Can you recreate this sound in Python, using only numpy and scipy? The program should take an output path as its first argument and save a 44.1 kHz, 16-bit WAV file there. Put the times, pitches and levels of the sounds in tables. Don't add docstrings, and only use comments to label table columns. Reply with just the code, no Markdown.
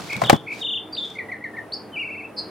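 import sys
import numpy as np
from scipy import signal
from scipy.fft import rfft, irfft, next_fast_len
from scipy.io import wavfile
from scipy.ndimage import map_coordinates

SR = 44100
rng = np.random.default_rng(int(sys.argv[2]) if len(sys.argv) > 2 else 0)


def log_audio(samples):
    frames = np.atleast_2d(samples).T
    limited = np.clip(frames, -1, 1)
    pcm = np.round(limited * 32767).astype(np.int16)
    wavfile.write(sys.argv[1], SR, pcm)


N = 110250
TIME = np.arange(N) / SR
LEFT_RIGHT = np.array([[1], [-1]])


def amp(db):
    return 10 ** (np.asarray(db) / 20)


def along(points, hz):
    f, values = np.transpose(points)
    return np.interp(np.log(hz + 1), np.log(f + 1), values)


def curve(points):
    return np.interp(TIME, *np.transpose(points))


def wobble(rate):
    return map_coordinates(rng.standard_normal(2048), [TIME * rate], mode="mirror")


def filtered(x, response):
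    size = next_fast_len(N + 8192)
    return irfft(rfft(x, size) * response(np.fft.rfftfreq(size, 1 / SR)), size)[..., :N]


def noise(spectrum, correlation):
    def response(hz):
        angle = np.arccos(np.clip(along(correlation, hz), -1, 1)) / 2
        return amp(along(spectrum, hz)) * [np.cos(angle), np.sin(angle)]
    mid, side = filtered(rng.standard_normal((2, N)), response)
    stereo = np.array([mid + side, mid - side])
    return stereo / np.sqrt(np.mean(stereo ** 2) + 1e-20)


def gate(t, length, rise, fall):
    attack = np.sin(np.pi / 2 * np.clip(t / rise, 0, 1)) ** 2
    release = np.sin(np.pi / 2 * np.clip((length - t) / fall, 0, 1)) ** 2
    return attack * release


def decay(onset, t60):
    t = TIME - onset
    return (t >= 0) * np.exp(-np.log(1000) * np.abs(t) / t60)


# f/Hz, relative level/dB
AIR_SPECTRUM = [(25, -6), (55, -2.5), (100, 0), (330, 5), (800, 0), (1400, -8), (2500, -16), (4000, -26),
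                (7000, -31), (8500, -30), (9800, -23.5), (11500, -33), (15500, -32)]
# t/s, level/dB
AIR_ENVELOPE = [(0, -44), (.7, -43.5), (1.3, -42.5), (1.9, -41.5), (2.5, -41.5)]
# f/Hz, correlation
AIR_CORRELATION = [(30, 0.55), (120, 0.99), (800, 0.78), (2500, 0.79), (6000, 0.1), (12000, 0.11)]
def air():
    return amp(curve(AIR_ENVELOPE) + 0.92 * wobble(7.82)) * noise(AIR_SPECTRUM, AIR_CORRELATION)


# f/Hz, mean level/dB
HUM_PARTIALS = [(105, -56.5), (211, -56.5), (307, -51.5), (376, -71.5), (447, -52.5)]
def hum(swell_db=2.5, waver_hz=6.1):
    out = np.zeros(N)
    for hz, db in HUM_PARTIALS:
        peak = np.sqrt(2) * amp(db + swell_db * wobble(8.97))
        phase = 2 * np.pi * np.cumsum(hz + waver_hz * wobble(14)) / SR
        out += peak * np.sin(phase)
    return out


# t/s, level/dB
RUMBLE_ENVELOPE = [(0, -27.5), (.03, -44), (.145, -44.5), (.16, -29), (.205, -40), (.235, -22.5),
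                   (.28, -32.5), (.35, -22), (.39, -44), (.62, -60), (.74, -55), (1.08, -51.5), (1.3, -70)]
# f/Hz, relative level/dB
RUMBLE_SPECTRUM = [(25, -28), (70, -5.5), (150, 5.5), (250, -8.5), (600, -9.5), (1500, -14.5), (4000, -46)]
def rumble():
    return amp(curve(RUMBLE_ENVELOPE)) * noise(RUMBLE_SPECTRUM, correlation=[(100, 0.75)])


# t/s, level/dB
RUB_ENVELOPE = [(0, -39), (.07, -39), (.11, -37.5), (.19, -41.5), (.235, -36), (.285, -44.5), (.325, -30),
                (.36, -42), (.385, -58), (.49, -63), (.53, -43), (.61, -42), (.66, -63), (.93, -88),
                (1.03, -49.5), (1.16, -51.5), (1.2, -72)]
# f/Hz, relative level/dB
RUB_SPECTRUM = [(100, 10), (700, 6.5), (2000, 3), (4500, 3.5), (7500, -4), (11000, -11.5), (15000, -16)]
# t/s, level/dB
GRIT_TICKS = [(.008, -35), (0.1314, -25), (0.1657, -22), (0.2617, -32), (0.2701, -29), (.364, -31),
              (0.9271, -37), (1.052, -38), (1.103, -39)]
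def rubbing():
    friction = amp(curve(RUB_ENVELOPE) + 1.6 * wobble(300))
    ticks = sum(amp(db) * decay(onset, t60=0.0083) for onset, db in GRIT_TICKS)
    return (friction + ticks) * noise(RUB_SPECTRUM, correlation=[(300, 0.6), (5000, 0.43)])


# f/Hz, T60/s
REVERBERATION = [(300, 0.12), (2200, 0.22), (2800, 0.18), (3550, 0.34), (5000, 0.25), (10000, .18)]
def echo(song, delay_s=0.006, width=0.35):
    hz, t, spectra = signal.stft(rng.standard_normal((2, SR // 2)), SR, nperseg=256)
    damping = np.exp(-np.log(1000) * t / along(REVERBERATION, hz)[:, None])
    mid, side = signal.istft(spectra * damping, SR, nperseg=256)[1]
    tail = mid + width * side * LEFT_RIGHT
    delayed = np.pad(song, (int(delay_s * SR), 0))
    return signal.fftconvolve(delayed[None], tail / np.linalg.norm(tail[0]), axes=1)[:, :N]


# its f/Hz, level/dB relative to the fundamental
SECOND_HARMONIC = [(3600, -36.5), (4350, -27), (5200, -40), (6200, -40), (7200, -34), (8600, -23),
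                   (10000, -41.5)]
def syrinx(hz, envelope, waver_share=0.0072, flutter_db=2.17, third_db=-43.5):
    phase = 2 * np.pi * np.cumsum(hz * (1 + waver_share * wobble(250))) / SR
    second = amp(along(SECOND_HARMONIC, 2 * hz)) * np.sin(2 * phase)
    third = amp(third_db) * np.sin(3 * phase)
    flutter = amp(flutter_db * wobble(110))
    return np.sqrt(2) * envelope * flutter * (np.sin(phase) + second + third)


WHISTLE_CONTOURS = [
    [(.921, 4650, -54), (.934, 4660, -28.5), (.946, 4930, -44), (.952, 4330, -31), (.957, 3300, -38)],
    [(.966, 2380, -37), (.972, 3290, -31.5), (.975, 3830, -27), (.983, 3587, -23.5), (1.015, 3534, -31.5),
     (1.05, 3464, -34.5), (1.09, 3504, -42.5), (1.11, 3350, -72)],
    [(1.719, 2600, -52), (1.722, 4210, -37.5), (1.726, 4530, -28.5), (1.731, 4316, -37),
     (1.736, 4780, -24.5), (1.74, 4376, -25.5), (1.745, 5100, -31), (1.754, 5340, -45)],
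]
def whistles(quaver_hz=190, depth_hz=185):
    growth = np.clip((TIME - 0.97) / 0.06, 0, 1)
    quaver = depth_hz * growth * np.sin(2 * np.pi * quaver_hz * TIME)
    out = np.zeros(N)
    for contour, bend in zip(WHISTLE_CONTOURS, (0, quaver, 0)):
        times, hz, db = np.transpose(contour)
        note = gate(TIME - times[0], times[-1] - times[0], rise=0.0023, fall=0.002)
        out += syrinx(np.interp(TIME, times, hz) + bend, amp(np.interp(TIME, times, db)) * note)
    return out


# t/s, first f/Hz, final f/Hz, level/dB, lowest f/Hz of the lead-in
SLUR_NOTES = [(1.183, 2620, 1818, -28.5, 2080), (1.314, 2520, 1740, -28, 1936),
              (1.437, 2380, 1748, -29, 1896), (1.565, 2400, 1748, -29.5, 1780)]
def slurs(bend_s=0.0121, lead_ahead_s=0.034, lead_s=0.03, lead_db=-10, scoop_hz=231):
    out = np.zeros(N)
    for onset, first_hz, final_hz, db, lead_hz in SLUR_NOTES:
        t = TIME - onset
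        hz = final_hz + (first_hz - final_hz) * np.exp(-np.maximum(t, 0) / bend_s)
        out += syrinx(hz, amp(db) * gate(t, length=0.049, rise=0.0069, fall=0.043))
        lead_t = t + lead_ahead_s
        scoop = (2 * np.clip(lead_t / lead_s, 0, 1) - 1) ** 2
        lead_envelope = amp(db + lead_db) * gate(lead_t, lead_s, rise=0.011, fall=0.0051)
        out += syrinx(lead_hz + scoop_hz * scoop, lead_envelope)
    return out


# t/s, length/s, rise/s, wait for the first dip/s, repetition rate/Hz, first top f/Hz, sag/Hz,
# settled dip f/Hz, dip narrowness, lean to a quick upstroke/rad, level/dB, level change over the note/dB
WARBLE_NOTES = [(0.084, 0.0795, 0.022, 0.0095, 47, 2395, -170, 2175, 1.3, 0.83, -32.5, 7.5),
                (0.237, 0.0677, 0.011, 0.029, 29, 3900, 404, 2830, 2.0, .6, -29.5, 3),
                (0.326, .06, 0.019, 0.039, 39, 3557, 104, 2964, 1.8, 0.4, -31.5, -9.5),
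                (0.46, 0.086, 0.019, 0.017, 56.5, 2422, -170, 2224, 1.3, 0.72, -35, 6),
                (0.604, 0.19, 0.023, .032, 28, 3783, 240.5, 2806, 2.6, 0.4, -28.5, 0),
                (1.914, 0.35, 0.068, .061, 16.5, 3150, 522, 2139, 1.2, 0.02, -28, -11.5),
                (2.361, 0.049, 0.023, 0.0089, 124, 5334, 393, 4130, 0.99, 0.23, -28.5, 1.5)]
def warbles(sag_share=0.31, upstroke_db_per_rad=-7):
    out = np.zeros(N)
    for (onset, length, rise, wait, repeat_hz, top_hz, sag_hz,
         dip_hz, narrowness, lean, db, change_db) in WARBLE_NOTES:
        t = TIME - onset
        progress = np.clip(t / length, 0, 1)
        cycle = 2 * np.pi * repeat_hz * (t - wait)
        cycle += lean * (1 - np.cos(cycle))
        cycle = np.maximum(cycle, -np.pi)
        lift = sag_hz * np.exp(-progress / sag_share)
        top = top_hz - sag_hz + lift
        bottom = dip_hz + 0.65 * lift
        hz = top + (bottom - top) * np.abs(np.cos(cycle / 2)) ** (2 * narrowness)
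        stroke_db = upstroke_db_per_rad * lean * np.maximum(np.sin(cycle), 0)
        envelope = amp(db + change_db * progress + stroke_db) * gate(t, length, rise, fall=0.01)
        out += syrinx(hz, envelope)
    return out


def songbird(echo_db=-5.5, pan_db=0.4):
    song = warbles() + slurs() + whistles()
    return (song + amp(echo_db) * echo(song)) * amp(pan_db * LEFT_RIGHT)


def ring(onset, modes, spread_rad, mode_ratio, contact_s=0.00055):
    t = np.maximum(TIME - onset, 0)
    out = np.zeros((2, N))
    for k, (hz, db, t60) in enumerate(modes):
        phase_gap = spread_rad * rng.uniform(0.33, 1)
        phase = 2 * np.pi * hz * t + phase_gap / 2 * LEFT_RIGHT
        out += mode_ratio ** k * amp(db) * decay(onset, t60) * np.sin(phase)
    return (1 - np.exp(-t / contact_s)) * out


# f/Hz, level/dB before weighting, T60/s
THUD_MODES = [(153, -2.5, 0.078), (230, 2, 0.054), (295.6, 3.5, 0.04), (396, -6.5, 0.04)]
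def thud(onset=0.3295, db=-4.5):
    return amp(db) * ring(onset, THUD_MODES, spread_rad=1.15, mode_ratio=0.89)


# t/s, ring level/dB, crack level/dB
CONTACTS = [(.2165, -6, -21.5), (.2195, -12, -23), (.2372, -25, -19.5), (.2972, 6, 5.5), (.3025, -3, -27),
            (.3295, -2.5, -13.5)]
# f/Hz, level/dB before weighting, T60/s
CASE_MODES = [(556, -9.5, .05), (665, -3.5, 0.04), (820, 0.5, 0.039), (1041, -8, 0.071), (1210, -19, .03),
              (1870, -9, 0.019)]
# f/Hz, relative level/dB
CRACK_SPECTRUM = [(200, -10), (800, 10), (2500, -2), (6000, -12.5), (15000, -26.5)]
def knocks():
    ringing = sum(amp(db) * ring(onset, CASE_MODES, spread_rad=2.9, mode_ratio=-0.81)
                  for onset, db, _ in CONTACTS)
    crack_envelope = sum(amp(db) * decay(onset, t60=0.031) for onset, _, db in CONTACTS)
    return ringing + crack_envelope * noise(CRACK_SPECTRUM, correlation=[(1000, 0.81)])


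def scene(impact_pan_db=2):
    bird = songbird()
    impacts = (knocks() + thud()) * amp(impact_pan_db * LEFT_RIGHT)
    return bird + impacts + rubbing() + rumble() + hum() + air()


def record(dry, low_cut_hz=98, ceiling=0.82, top_hz=15900):
    thin = signal.sosfilt(signal.butter(2, low_cut_hz, "highpass", fs=SR, output="sos"), dry)
    clipped = thin / (1 + np.abs(thin / ceiling) ** 6) ** (1 / 6)
    return filtered(clipped, lambda hz: hz < top_hz)


dry = scene()
out = record(dry)
log_audio(out)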